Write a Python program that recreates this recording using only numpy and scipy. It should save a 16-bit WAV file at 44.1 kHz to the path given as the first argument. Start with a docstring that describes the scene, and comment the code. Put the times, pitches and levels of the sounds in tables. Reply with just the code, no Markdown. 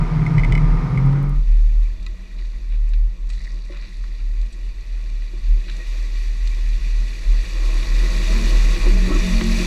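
"""A six-cylinder four-wheel-drive engine on a forest trail, heard by a cased camera fixed to the body.
On the bonnet, sines at crankshaft orders and filtered noise drone and rev while a loose fitting rings.
The sound dissolves to the side of the cab: twigs and stones crack as noise bursts and ringing modes,
then a mud hole sloshes, splashes and bubbles, built of noise and tiny grains, as the engine revs up.
The camera mount shudders throughout, a low sine that sways and throbs."""
import sys
import numpy as np
from scipy import signal
from scipy.fft import rfft, irfft, next_fast_len
from scipy.io import wavfile
from scipy.ndimage import uniform_filter1d

SR = 44100
rng = np.random.default_rng(int(sys.argv[2]) if len(sys.argv) > 2 else 0)


def put_to_file(sound):
    """Save the sound as 16-bit audio at rate SR, in the file named by the first command-line argument."""
    columns = np.atleast_2d(sound).T  # one column per channel
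    safe = np.clip(columns, -1, 1)
    whole_steps = np.round(safe * 32767)
    wavfile.write(sys.argv[1], SR, whole_steps.astype(np.int16))


N = 426006
T = np.arange(N) / SR


def amp(db):
    """Decibels to gain."""
    return 10 ** (np.asarray(db) / 20)


def evened(x):
    """Scales to rms 1."""
    return x / np.sqrt(np.mean(x ** 2) + 1e-20)


def noise():
    """White noise as long as the scene."""
    return rng.standard_normal(N)


def curves(rows):
    """Each column of a table, joined by straight lines in time."""
    s, *columns = np.transpose(rows)
    return [np.interp(T, s, c) for c in columns]


def response_db(points, modes, hz):
    """A broad spectrum, falling away beyond its end points, with resonant bumps on it."""
    f, db = np.transpose(points)
    broad = np.interp(np.log(hz + 1), np.log(f + 1), db)
    beyond = np.maximum(hz / f[-1], 1) * np.maximum(f[0] / (hz + 1), 1)
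    bumps = sum(lift / (1 + (2 * (hz - centre) / width) ** 2) for centre, width, lift in modes)
    return broad - 30 * np.log10(beyond) + bumps


def coloured(x, points, modes=()):
    """Passes x through a spectrum and its resonances; rms 1."""
    size = next_fast_len(N + 8192)
    hz = np.fft.rfftfreq(size, 1 / SR)
    spectrum = rfft(x, size) * amp(response_db(points, modes, hz))
    return evened(irfft(spectrum, size)[:N])


def wander(rate_hz):
    """Smooth chance of rms 1 that changes at about this rate."""
    steps, rate = 8192, 800  # points, and points a second
    hz = np.fft.rfftfreq(steps, 1 / rate)
    slow = irfft(rfft(rng.standard_normal(steps)) * np.exp(-(hz / rate_hz) ** 2))
    return np.interp(T, np.arange(len(slow)) / rate, evened(slow))


def add(mix, s, sound):
    """Mixes a sound in at time s."""
    part = mix[max(round(s * SR), 0):][:len(sound)]
    part += sound[:len(part)]


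def order_tone(turns, k):
    """A sine of rms 1 at k times the crankshaft."""
    return np.sqrt(2) * np.sin(2 * np.pi * (k * turns + rng.random()))


def cylinders(turns, whole_db, half_db, order, count):
    """Three firings a turn; unequal cylinders add whole and half orders between, from the given order up."""
    out = np.zeros(N)
    half_order_step = np.exp(1j * np.pi * turns)
    partial = np.exp(2j * np.pi * order * turns)
    for k in range(2 * order, 2 * order + count):  # k counts half orders
        strength = amp(0 if k % 6 == 0 else whole_db if k % 2 == 0 else half_db)
        start_phase = np.exp(2j * np.pi * rng.random())
        out += (strength * start_phase * partial).real
        partial = partial * half_order_step
    return evened(out)


def ring(modes, detune, rise_s):
    """One blow on a set of modes, never twice alike; peak 1."""
    t = np.arange(SR // 4) / SR
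    hz, db, t60 = np.transpose(modes)[:, :, None]
    hz = hz * (1 + detune * rng.standard_normal(hz.shape))
    decay = amp(db - 60 * t / t60)
    sound = (decay * np.sin(2 * np.pi * (hz * t + rng.random(hz.shape)))).sum(0)
    sound *= 1 - np.exp(-t / rise_s)
    return sound / abs(sound).max()


def drops(per_s, spread_db):
    """A random train of impacts, most small and a few large."""
    size = amp(spread_db * np.minimum(rng.exponential(1, N), 4.5))
    return evened(size * noise() * (rng.random(N) < per_s / SR))


def patter(per_s, spread_db, grain_s, low_hz, high_hz):
    """Many tiny bursts, spread over twelve pitches."""
    t, out = np.arange(SR // 40) / SR, np.zeros(N)
    for hz in np.geomspace(low_hz, high_hz, num=12):
        fuzz = uniform_filter1d(rng.standard_normal(len(t)), size=int(4 * SR / hz))
        grain = evened(fuzz * np.sin(2 * np.pi * hz * t) * np.exp(-t / grain_s))
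        out += signal.oaconvolve(drops(per_s / 12, spread_db), grain)[:N]
    return evened(out)


def firing_beat(turns):
    """Swings once for each of the three firings in a turn."""
    return np.cos(6 * np.pi * turns)


# Engine speed on the bonnet. Each row: time in seconds, crankshaft turns a second.
BONNET_SPEED = [(0, 39.4), (.3, 39), (.58, 37.7), (.8, 41), (1.12, 46.35), (1.28, 47.2), (1.55, 45.8)]
# Throttle on the bonnet. Each row: time in seconds, throttle from 0 to 1.
BONNET_THROTTLE = [(.6, 0.25), (.96, 0.61), (1.05, 0.87)]
# Booming low orders. Each row: multiple of the crankshaft, relative dB coasting, relative dB on throttle.
BOOM_ORDERS = [(3, -37.5, -11.5), (3.5, -20, -36.5), (4, -14.5, -35)]
# Rough boom around them. Each row: frequency in Hz, relative level in dB.
BOOM_COLOUR = [(30, -21), (55, 3.5), (75, -12.5), (100, -8), (122, 5), (160, 1), (195, -10), (260, -20.5),
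               (400, -35)]
# Loudness of orders and boom together. Each row: time in seconds, level in dB.
BOOM_LEVEL = [(0.02, -17.5), (0.05, -24.5), (0.098, -32), (0.138, -15.5), (0.294, -18), (0.374, -12.5),
              (0.406, -17.5), (0.482, -23), (0.504, -14.5), (0.806, -23), (1.094, -12), (1.12, -16)]
# Upper orders. Each row: multiple of the crankshaft, dB coasting, dB on throttle, before WHINE_DB.
WHINE_ORDERS = [(5, -44, -54), (6, -45, -37), (7, -46, -51), (9, -53, -47), (10, -55, -60), (11, -54, -51),
                (12, -49, -50), (13, -64, -59), (15, -49, -66), (16, -62, -62), (17, -54, -50),
                (18, -47, -66), (19, -54, -59), (20, -61, -58), (21, -59, -53), (22, -60, -55),
                (23, -56, -54), (24, -53, -58), (25, -47, -55), (26, -54, -57), (27, -61, -50),
                (28, -61, -54), (31, -55, -58), (32, -53, -65), (35, -53, -68)]
# Mechanical clatter. 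Each row: frequency in Hz, relative level in dB.
CLATTER_COLOUR = [(180, -13.5), (260, 0), (420, -6.5), (600, -18.5), (850, -14.5), (1300, -12),
                  (1650, -19.5), (2200, -16.5), (2750, -27.5), (3600, -29), (5400, -32), (8000, -43.5),
                  (11000, -47.5), (15000, -64)]
# Clatter resonances. Each row: centre in Hz, width in Hz, lift in dB.
CLATTER_MODES = [(933, 65, 9), (1212, 35, 11), (2130, 630, 3.5)]
BOOM_COAST_DB, BOOM_PULL_DB = -22.5, -24  # rough boom against the low orders
WHINE_DB, WHINE_FLUTTER_DB = 1.5, 1.8
CLATTER_COAST_DB, CLATTER_PULL_DB = -33, -36.5


def engine_at_bonnet():
    """Low orders, rough boom, upper orders and clatter pulsing with the firings; throttle sets the balance."""
    turns = np.cumsum(curves(BONNET_SPEED)[0] * (1 + .0018 * wander(40))) / SR
    throttle = np.clip(curves(BONNET_THROTTLE)[0], 0, 1)

    def gain(coast_db, pull_db):
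        """Gain between coasting and full throttle."""
        return amp(coast_db + throttle * (pull_db - coast_db))

    unsteady_db = 2.0 * (1 - throttle)  # the throttle evens the cylinders out
    low_orders = sum(gain(coast, pull) * amp(unsteady_db * wander(24)) * order_tone(turns, k)
                     for k, coast, pull in BOOM_ORDERS)
    boom = gain(BOOM_COAST_DB, BOOM_PULL_DB) * coloured(noise(), BOOM_COLOUR)
    whine = sum(gain(coast, pull) * amp(WHINE_DB + WHINE_FLUTTER_DB * wander(18)) * order_tone(turns, k)
                for k, coast, pull in WHINE_ORDERS)
    pulsing = 1 + 0.13 * firing_beat(turns)
    clatter = coloured(pulsing * noise(), CLATTER_COLOUR, CLATTER_MODES)
    clatter = gain(CLATTER_COAST_DB, CLATTER_PULL_DB) * clatter
    hum = low_orders + boom
    hum = hum / np.sqrt(uniform_filter1d(hum ** 2, size=SR // 6))  # levelled, so the curve sets loudness
    return amp(curves(BOOM_LEVEL)[0]) * hum + whine + clatter


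# Sway of the camera mount on the bonnet. Each row: time in seconds, level in dB.
BONNET_SWAY = [(0, -16), (.12, -24), (.33, -26), (.39, -13.5), (.75, -13), (.89, -28), (1.05, -20),
               (1.16, -30)]
# Sway of the camera mount beside the cab. Each row: time in seconds, level in dB.
CAB_SWAY = [(1.3, -11.5), (1.75, -13), (2.0, -20.5), (2.3, -28.5), (2.6, -19.5), (3.0, -13.5), (3.8, -26.5),
            (4.3, -18), (4.8, -21.5), (5.3, -24.5), (5.5, -12.5), (5.72, -23.5), (6.6, -14.5), (7.0, -17.5),
            (7.18, -25), (7.3, -10.5), (7.55, -21), (7.75, -15), (7.97, -13), (8.39, -16), (8.7, -10.5),
            (9.3, -14), (9.66, -15.5)]
# Moments when the sway dies away and starts again in the opposite direction. Each entry: time in seconds.
LULLS = [1.979, 2.17, 2.6, 3.159, 3.4, 3.872, 4.51, 4.74, 4.84, 5.41, 6.801, 7.238, 7.451, 7.86, 8.8, 9.09,
         9.281, 9.42]
LULL_S = 0.039
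SHUDDER_HZ = 38.33
THROB_HZ, THROB_DEPTH = 8.7, 0.25


def shudder(sway_rows):
    """The camera mount sways at its own low pitch and throbs unevenly as the trail shakes it."""
    phase = 2 * np.pi * np.cumsum(SHUDDER_HZ + 1.0 * wander(5.05)) / SR
    lulls = np.prod([np.tanh((T - s) / LULL_S) for s in LULLS], axis=0)
    throb = 1 + THROB_DEPTH * wander(THROB_HZ)
    sway = lulls * evened(throb * np.sin(phase))
    shake_colour = [(12, -2.0), (25, 0.5), (40, 1.5), (55, -9.5), (75, -18.5), (110, -25.5),
                    (200, -56.0)]  # Hz, relative dB
    shake = coloured(noise(), shake_colour)
    return amp(curves(sway_rows)[0]) * (sway + amp(-17) * shake)


# Contacts of a loose fitting. Each row: start in seconds, rms level in dB over the first 10 ms.
RATTLES = [(0.264, -28.5), (0.3808, -27), (0.394, -30), (0.434, -25.5), (0.4456, -28), (0.5225, -27),
           (0.5512, -26), (0.5764, -28), (0.9745, -31)]
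# Ring of the fitting. Each row: frequency in Hz, relative level in dB, T60 in seconds.
RATTLE_MODES = [(2070, 5.5, 0.031), (2234, -1, 0.03), (2470, -14, 0.033), (3010, -16, 0.04),
                (3480, -14, 0.017), (4030, -15.5, 0.013), (4660, -19, .018), (5000, -17, .02),
                (5500, -21, .014), (6140, -23, 0.017), (6760, -22, 0.011), (7450, -30, 0.018),
                (8000, -23, 0.017), (9600, -34, 0.022), (11000, -27, .018)]
CHATTER_S, CHATTER_DB = 0.0021, -21.5  # scrape: its time constant, and its level under the blow


def rattles():
    """A loose metal fitting chatters on the bonnet; each contact is a blow and a brief scrape."""
    out, t = np.zeros(N), np.arange(SR // 100) / SR
    for s, db in RATTLES:
        blow = t == 0
        scrape = amp(CHATTER_DB) * rng.standard_normal(len(t)) * np.exp(-t / CHATTER_S)
        clink = signal.fftconvolve(blow + scrape, ring(RATTLE_MODES, detune=0.006, rise_s=0.0014))
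        add(out, s, amp(db) * clink / clink[:len(t)].std())
    return out


# Faint ticks during the dissolve. Each row: start in seconds, peak in dB.
TICKS = [(1.062, -31), (1.129, -34), (1.229, -28.5), (1.295, -27), (1.362, -33)]


def ticks():
    """Thin, dry ticks, one sample long."""
    out = np.zeros(N)
    for s, db in TICKS:
        add(out, s, amp([db]))
    return out


# Engine speed beside the cab. Each row: time in seconds, crankshaft turns a second.
CAB_SPEED = [(1.6, 24.7), (1.8, 27.7), (2.0, 27.5), (2.25, 23), (3.1, 26.3), (4.6, 24), (7.9, 24.2),
             (8.05, 27.5), (8.2, 31.2), (8.33, 36.4), (8.48, 38.5), (8.65, 42), (8.85, 43), (8.95, 46.1),
             (9.17, 47.2), (9.3, 45.5), (9.42, 44), (9.54, 44.7), (9.66, 45.3)]
# Load on the engine. Each row: time in seconds, exhaust level in dB before its orders and resonances.
LOAD = [(1.4, -60.5), (6, -51), (8.08, -43), (8.22, -37), (8.42, -36.5), (8.62, -36), (8.88, -41),
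        (9.02, -36.5), (9.28, -32.5), (9.45, -29.5), (9.66, -38)]
# Low exhaust orders. Each row: multiple of the crankshaft, dB over the load level.
EXHAUST_ORDERS = [(2, 1), (3, 1), (4, 7.5), (5, -2), (6, 1.5)]
# Exhaust response. Each row: frequency in Hz, gain in dB.
EXHAUST_COLOUR = [(45, -6.5), (90, -8.5), (135, -22.5), (200, -16), (280, -23)]
# Exhaust resonances. Each row: centre in Hz, width in Hz, lift in dB.
EXHAUST_MODES = [(100.8, 6, 3.5), (184.1, 15, 19), (223, 15.6, 24), (417, 13, 17), (639, 63, 18)]
# Upper orders that howl at high revs. Each row: multiple of the crankshaft, dB over the load level.
HOWL_ORDERS = [(9, -2), (11, -3), (12, -6), (14, -2), (18, 3)]
# Howl response. Each row: frequency in Hz, gain in dB.
HOWL_COLOUR = [(230, -43), (340, -23), (480, -24), (680, -21), (850, -36)]
# Howl resonances. Each row: centre in Hz, width in Hz, lift in dB.
HOWL_MODES = [(415.7, 16.5, 16.5), (638, 48, 12.5)]
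# Drone through the body. Each row: time in seconds, dB applied to the mix of firings and rumble.
DRONE = [(1.4, -48), (2.7, -51), (3.4, -50.5), (5.0, -50.5), (6.3, -50.5), (7.3, -47), (7.9, -41.5),
         (8.4, -33), (8.72, -34), (9.0, -33), (9.66, -31)]
# Body response beside the cab. Each row: frequency in Hz, relative level in dB.
CAB_COLOUR = [(45, -19), (65, -23.5), (90, -3.5), (135, -2), (190, -5.5), (260, -13), (350, -18.5),
              (480, -19.5), (650, -22), (900, -20)]
# Body resonances beside the cab. Each row: centre in Hz, width in Hz, lift in dB.
CAB_MODES = [(104, 9.4, 9), (184.2, 12, 16.5), (232.9, 7.6, 14), (350, 20, 18), (413, 9.3, 11.5),
             (633, 37, 11)]
# a dab of throttle brings out the firing order
DAB_S, DAB_WIDTH_S, DAB_DB = 1.91, 0.28, -42


def engine_at_cab():
    """Exhaust orders boom as revs cross resonances; firings and rumble drone through the body."""
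    speed = curves(CAB_SPEED)[0] * (1 + 0.0039 * wander(15.0))
    turns = np.cumsum(speed) / SR

    def resonant_orders(rows, colour, modes):
        """Order tones, each as loud as the response at its present pitch."""
        return [amp(db + response_db(colour, modes, k * speed)) * order_tone(turns, k) for k, db in rows]

    orders = resonant_orders(EXHAUST_ORDERS, EXHAUST_COLOUR, EXHAUST_MODES)
    orders += resonant_orders(HOWL_ORDERS, HOWL_COLOUR, HOWL_MODES)
    exhaust = sum(tone * amp(1.6 * wander(15)) for tone in orders)
    dab = amp(DAB_DB) * np.exp(-((T - DAB_S) / DAB_WIDTH_S) ** 2) * order_tone(turns, k=3)
    firings = cylinders(turns, whole_db=4.0, half_db=0, order=7, count=44)
    upper = coloured(firings, CAB_COLOUR, CAB_MODES)
    rumble = coloured(noise(), CAB_COLOUR, CAB_MODES)
    drone = amp(curves(DRONE)[0]) * (amp(-6.5) * upper + amp(-2.0) * rumble)
    return dab + amp(curves(LOAD)[0]) * exhaust + drone


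# Tyres in mud and water. Each row: time in seconds, slosh level in dB, splash level in dB.
WATER = [(1.5, -56, -52.5), (3.1, -59, -56.5), (4.3, -60, -53.5), (5.64, -56, -50.5), (5.75, -50.5, -45.5),
         (6.5, -54, -45.5), (7.2, -50.5, -44), (7.75, -41, -38.5), (8.4, -37, -33.5), (9.0, -38.5, -36),
         (9.66, -38.5, -31)]
# Heavy slosh. Each row: frequency in Hz, relative level in dB.
SLOSH_COLOUR = [(150, -39), (250, -34), (262, -7), (350, -2), (449, -4.5), (639, -5.5), (704, -13.5),
                (1090, -3.5), (1460, -11), (1700, -17), (2210, -47), (3740, -120)]
# Splashes on panels. Each row: frequency in Hz, relative level in dB.
SPLASH_COLOUR = [(900, -13), (1550, -12.5), (1900, -2.5), (2200, -6), (2550, -3), (3050, -11), (3600, -6.5),
                 (4500, -9), (5100, -17), (6100, -12.5), (7800, -20), (9000, -27.5), (12000, -28.5)]
# Fine spray. Each row: frequency in Hz, relative level in dB.
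SPRAY_COLOUR = [(4000, -2.5), (6500, -1), (7900, -4.5), (9100, -14.5), (10000, -12.5), (12000, -19.5),
                (15000, -23.5)]
# Camera case, also heard in grit and snaps. Each row: centre in Hz, width in Hz, lift in dB (minus dips).
CASE_MODES = [(302, 49, 11.5), (350, 58, 8), (508, 60, 9), (642, 21, 8), (1100, 81, 5.5), (1932, 135, 5),
              (2190, 100, -5.5), (2375, 370, 6), (2895, 76, 5), (3110, 230, -4), (3465, 81, 3.5),
              (3910, 550, 3), (4605, 200, 5.5), (5770, 250, 3.5), (6430, 140, -5.5), (6670, 160, 6.5),
              (6930, 240, -7), (9900, 680, 4), (11650, 600, 4)]
SPRAY_DB, SPRAY_GROWTH = -1, 1.158  # spray level at a splash of 0 dB, and its dB for each dB of splash


def water():
    """Tyres churn lumps of water that splash on the panels; the harder the splash, the more fine spray."""
    slosh_db, splash_db = curves(WATER)
    spray_db = SPRAY_DB + SPRAY_GROWTH * splash_db
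    surge = wander(13)  # shared by splash and spray
    lumps = drops(250, spread_db=2.5)
    splats = patter(900, spread_db=0.5, grain_s=0.013, low_hz=1504.4, high_hz=7960)
    droplets = patter(1500, spread_db=2.5, grain_s=.002, low_hz=3990, high_hz=13980)
    churn = (noise() + 0.49 * lumps) * amp(1.25 * wander(10.2))
    slosh = coloured(churn, SLOSH_COLOUR, CASE_MODES)
    splash = coloured((noise() + 0.35 * splats) * amp(0.63 * surge), SPLASH_COLOUR, CASE_MODES)
    spray = coloured((noise() + 0.5 * droplets) * amp(0.75 * surge), SPRAY_COLOUR, CASE_MODES)
    return amp(slosh_db) * slosh + amp(splash_db) * splash + amp(spray_db) * spray


def bubbles():
    """Air trapped by the tyres rings as bubbles of eight sizes, each rising a little in pitch."""
    t, out = np.arange(SR // 10) / SR, np.zeros(N)
    for hz in np.geomspace(1800, 2700, num=8):
        envelope = np.exp(-t * hz / 18) * (1 - np.exp(-t / 0.0027))
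        bubble = np.sin(2 * np.pi * hz * t * (1 + 0.15 * t)) * envelope
        out += signal.oaconvolve(drops(12, spread_db=1.8), bubble)[:N]
    splash_db = curves(WATER)[1]
    return amp(splash_db - 19) * evened(out)


# Grit and leaves on the body. Each row: time in seconds, level in dB.
GRIT = [(2.1, -84), (2.4, -54.5), (3.27, -76), (3.3, -53), (3.47, -48), (3.6, -56.5), (3.82, -51),
        (4.1, -56), (4.4, -60), (5.2, -57), (7, -51), (9.66, -41.5)]
# Their spectrum. Each row: frequency in Hz, relative level in dB.
GRIT_COLOUR = [(900, -3.5), (1500, -5.5), (1950, 1.5), (2550, -7.5), (3050, -18), (3700, -1), (4800, -2),
               (6100, -7.5), (8000, -13), (12000, -27.5)]


def grit():
    """Tyres crush grit and leaves brush the body: a swish with a soft crackle of brief crumblings."""
    grains = patter(1100, spread_db=1.5, grain_s=.002, low_hz=2000, high_hz=11000)
    return amp(curves(GRIT)[0]) * coloured(grains + 0.77 * noise(), GRIT_COLOUR, CASE_MODES)


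# Twigs, stones and branches under and along the truck.
# Each row: start in seconds, level in dB (peaks 4 dB lower), centre in Hz, T60 in seconds.
SNAPS = [(2.027, -37, 6000, .03), (2.385, -32.5, 2800, 0.1), (2.447, -34, 3200, 0.092),
         (2.531, -40, 1708, 0.063), (2.691, -30, 2300, 0.29), (2.887, -40, 8120, 0.051),
         (2.933, -28, 2600, 0.058), (3.271, -43, 5500, .025), (3.292, -37, 9500, 0.021),
         (3.301, -31, 6500, 0.046), (3.315, -35, 7000, 0.22), (3.334, -35, 3600, .03),
         (3.344, -42, 5000, .025), (3.439, -44, 4300, 0.094), (3.589, -37, 4200, 0.021),
         (3.652, -41, 8900, 0.034), (3.706, -33, 1800, 0.3), (3.763, -35, 1900, 0.087),
         (3.815, -30, 2400, 0.23), (3.9, -39, 7500, 0.24), (3.968, -38, 7960, .032),
         (4.039, -31, 1600, 0.047), (4.19, -36, 1600, 0.14), (4.36, -40, 4475, .03),
         (4.414, -32.5, 5000, 0.031), (4.458, -36, 7000, 0.05), (4.523, -32, 8500, 0.067),
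         (4.928, -37, 5000, .02), (5.099, -34, 7500, 0.018), (5.594, -33, 3500, 0.087),
         (5.678, -22.5, 2420, 0.087), (5.694, -27, 2200, 0.05), (5.709, -32, 3800, .16),
         (5.763, -31, 7000, .06), (6.474, -24.5, 5200, 0.019), (7.828, -24, 4200, 0.035),
         (9.409, -16, 1750, 0.036)]
# Snap spectrum. Each row: frequency in Hz, relative level in dB.
SNAP_COLOUR = [(300, -1), (1100, 10), (2100, 7.5), (2600, 11), (3100, 3.5), (3950, 12), (4800, 0),
               (8000, 1), (15000, -41)]
SNAP_GRAIN_DB = -1.5  # spread in size of the tiny fractures within a crunch
CRACKS_PER_S, CRACK_DB = 400, 16.5  # sharp cracks among them, and their level over the crunch


def snaps():
    """Crunches of wood and grit through the camera case; longer ones swell as the material gives way."""
    out, t = np.zeros(N), np.arange(SR // 3) / SR
    hz = np.fft.rfftfreq(len(t), 1 / SR)
    case_db = response_db(SNAP_COLOUR, CASE_MODES, hz)
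    for s, db, centre_hz, t60 in SNAPS:
        swell = 1 - np.exp(-t / (t60 ** 2 / 2))
        unevenness = evened(uniform_filter1d(rng.standard_normal(len(t)), size=130))
        fractures = amp(SNAP_GRAIN_DB * unevenness)
        cracks = 1 + amp(CRACK_DB) * (rng.random(len(t)) < CRACKS_PER_S / SR)
        burst = rng.standard_normal(len(t)) * cracks * fractures * swell * amp(-60 * t / t60)
        band_db = -6.1 * np.log2((hz + 1) / centre_hz) ** 2
        crunch = irfft(rfft(burst) * amp(case_db + band_db), len(t))
        first_half = t < t[-1] / 2  # drops the wrapped-round filter tail
        add(out, s, amp(db - 4.0) * crunch / abs(crunch).max() * first_half)
    return out


# Stones flung by the tyres against the body. Each row: start in seconds, peak in dB.
STONES = [(2.0644, -27), (2.0665, -27.5), (2.073, -41), (3.301, -34), (3.772, -36), (5.699, -28)]
# Ring of panel and case. 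Each row: frequency in Hz, relative level in dB, T60 in seconds.
STONE_MODES = [(1075, -19, 0.068), (1300, -13, .04), (1965, -12, 0.097), (2520, -4, 0.036),
               (2730, -9, 0.02), (3750, -8, 0.027), (3980, 3, 0.012), (4800, -9, 0.013),
               (5200, -15, 0.0088), (6000, -14, .018), (6780, -18, 0.018), (7250, -11, 0.014),
               (10000, -21, .01), (11800, -25, .01)]


def stones():
    """Each stone gives one sharp blow that rings a panel and the camera case."""
    out = np.zeros(N)
    for s, db in STONES:
        add(out, s, amp(db) * ring(STONE_MODES, detune=0.003, rise_s=0.000067))
    return out


# Suspension knocks. Each row: start in seconds, peak in dB, centre in Hz.
KNOCKS = [(3.698, -32, 566), (5.335, -35.5, 377), (5.564, -40.5, 380), (5.667, -41, 315), (6.227, -56, 200),
          (8.866, -19.5, 350), (8.907, -26, 414), (9.071, -22.5, 407), (9.104, -14, 350), (9.151, -17, 350),
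          (9.411, -21.5, 350), (9.598, -23, 350)]
# Body around the blow. Each row: frequency in Hz, relative dB before the fall from centre, T60 in seconds.
KNOCK_MODES = [(188, -14, .14), (303, 21.5, 0.14), (356, 22, 0.2), (408, -10, 0.091), (502, 5.5, 0.2),
               (587, 13, 0.091), (845, -16, .08), (1140, 0, .12), (1310, 0, .08), (2000, -12, .05)]
PART_DB, PART_T60_S = 13.5, 0.27  # the ring of the part that is struck, relative to the body modes


def knocks():
    """The suspension knocks over roots and ruts; each blow rings the struck part and the body around it."""
    out = np.zeros(N)
    for s, db, centre_hz in KNOCKS:
        # body modes weaken by 5 dB an octave away from the struck part
        body = [(hz, level - 5 * abs(np.log2(hz / centre_hz)), t60) for hz, level, t60 in KNOCK_MODES]
        struck_part = (centre_hz, PART_DB, PART_T60_S)
        add(out, s, amp(db) * ring(body + [struck_part], detune=0.0072, rise_s=0.00037))
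    return out


# Surges of muddy water. Each row: crest in seconds, level in dB, half length in seconds, centre in Hz.
SURGES = [(5.81, -46, 0.032, 2000), (9.083, -35, 0.011, 2600), (9.113, -25, 0.022, 600),
          (9.124, -34.5, 0.038, 1100), (9.154, -27.5, 0.039, 320), (9.13, -40, 0.05, 2100),
          (9.161, -33, 0.015, 1410)]
# Wheel arch resonances. Each row: centre in Hz, width in Hz, lift in dB.
ARCH_MODES = [(299, 65, 32), (360, 56, 21), (523, 60, 8), (1110, 160, 21), (1310, 38, 18.5),
              (1900, 110, 30), (2440, 310, 24)]
ARCH_FALL_DB = 28  # fall of a surge three octaves from its centre, before the arch resonances


def surges():
    """Masses of muddy water swell against the wheel arch and make its panels resound."""
    out = np.zeros(N)
    for s, db, half_s, centre_hz in SURGES:
        hump = [(centre_hz / 8, -ARCH_FALL_DB), (centre_hz, 0), (centre_hz * 8, -ARCH_FALL_DB)]
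        swell = np.exp(-((T - s) / half_s) ** 2)
        out += amp(db) * swell * coloured(noise(), hump, ARCH_MODES)
    return out


# the bonnet fades out and the side of the cab fades in between these times
DISSOLVE_FROM_S, DISSOLVE_TO_S = 1.105, 1.495


def scene():
    """The bonnet dissolves into the side of the cab."""
    beside = np.sin(np.interp(T, [DISSOLVE_FROM_S, DISSOLVE_TO_S], [0, np.pi / 2])) ** 2
    bonnet = engine_at_bonnet() + rattles() + shudder(BONNET_SWAY)
    wet = water() + surges() + bubbles()
    trail = grit() + snaps() + stones() + knocks()
    cab = engine_at_cab() + wet + trail + shudder(CAB_SWAY)
    return ((1 - beside) * bonnet + beside * cab + ticks())[None]


EDGE_HZ = 15400


def record(dry):
    """The recorder's band limit: a steep low-pass."""
    low_pass = signal.firwin(511, EDGE_HZ, window=("kaiser", 9), fs=SR)
    return signal.oaconvolve(dry, low_pass[None], "same")


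dry = scene()
out = record(dry)
put_to_file(out)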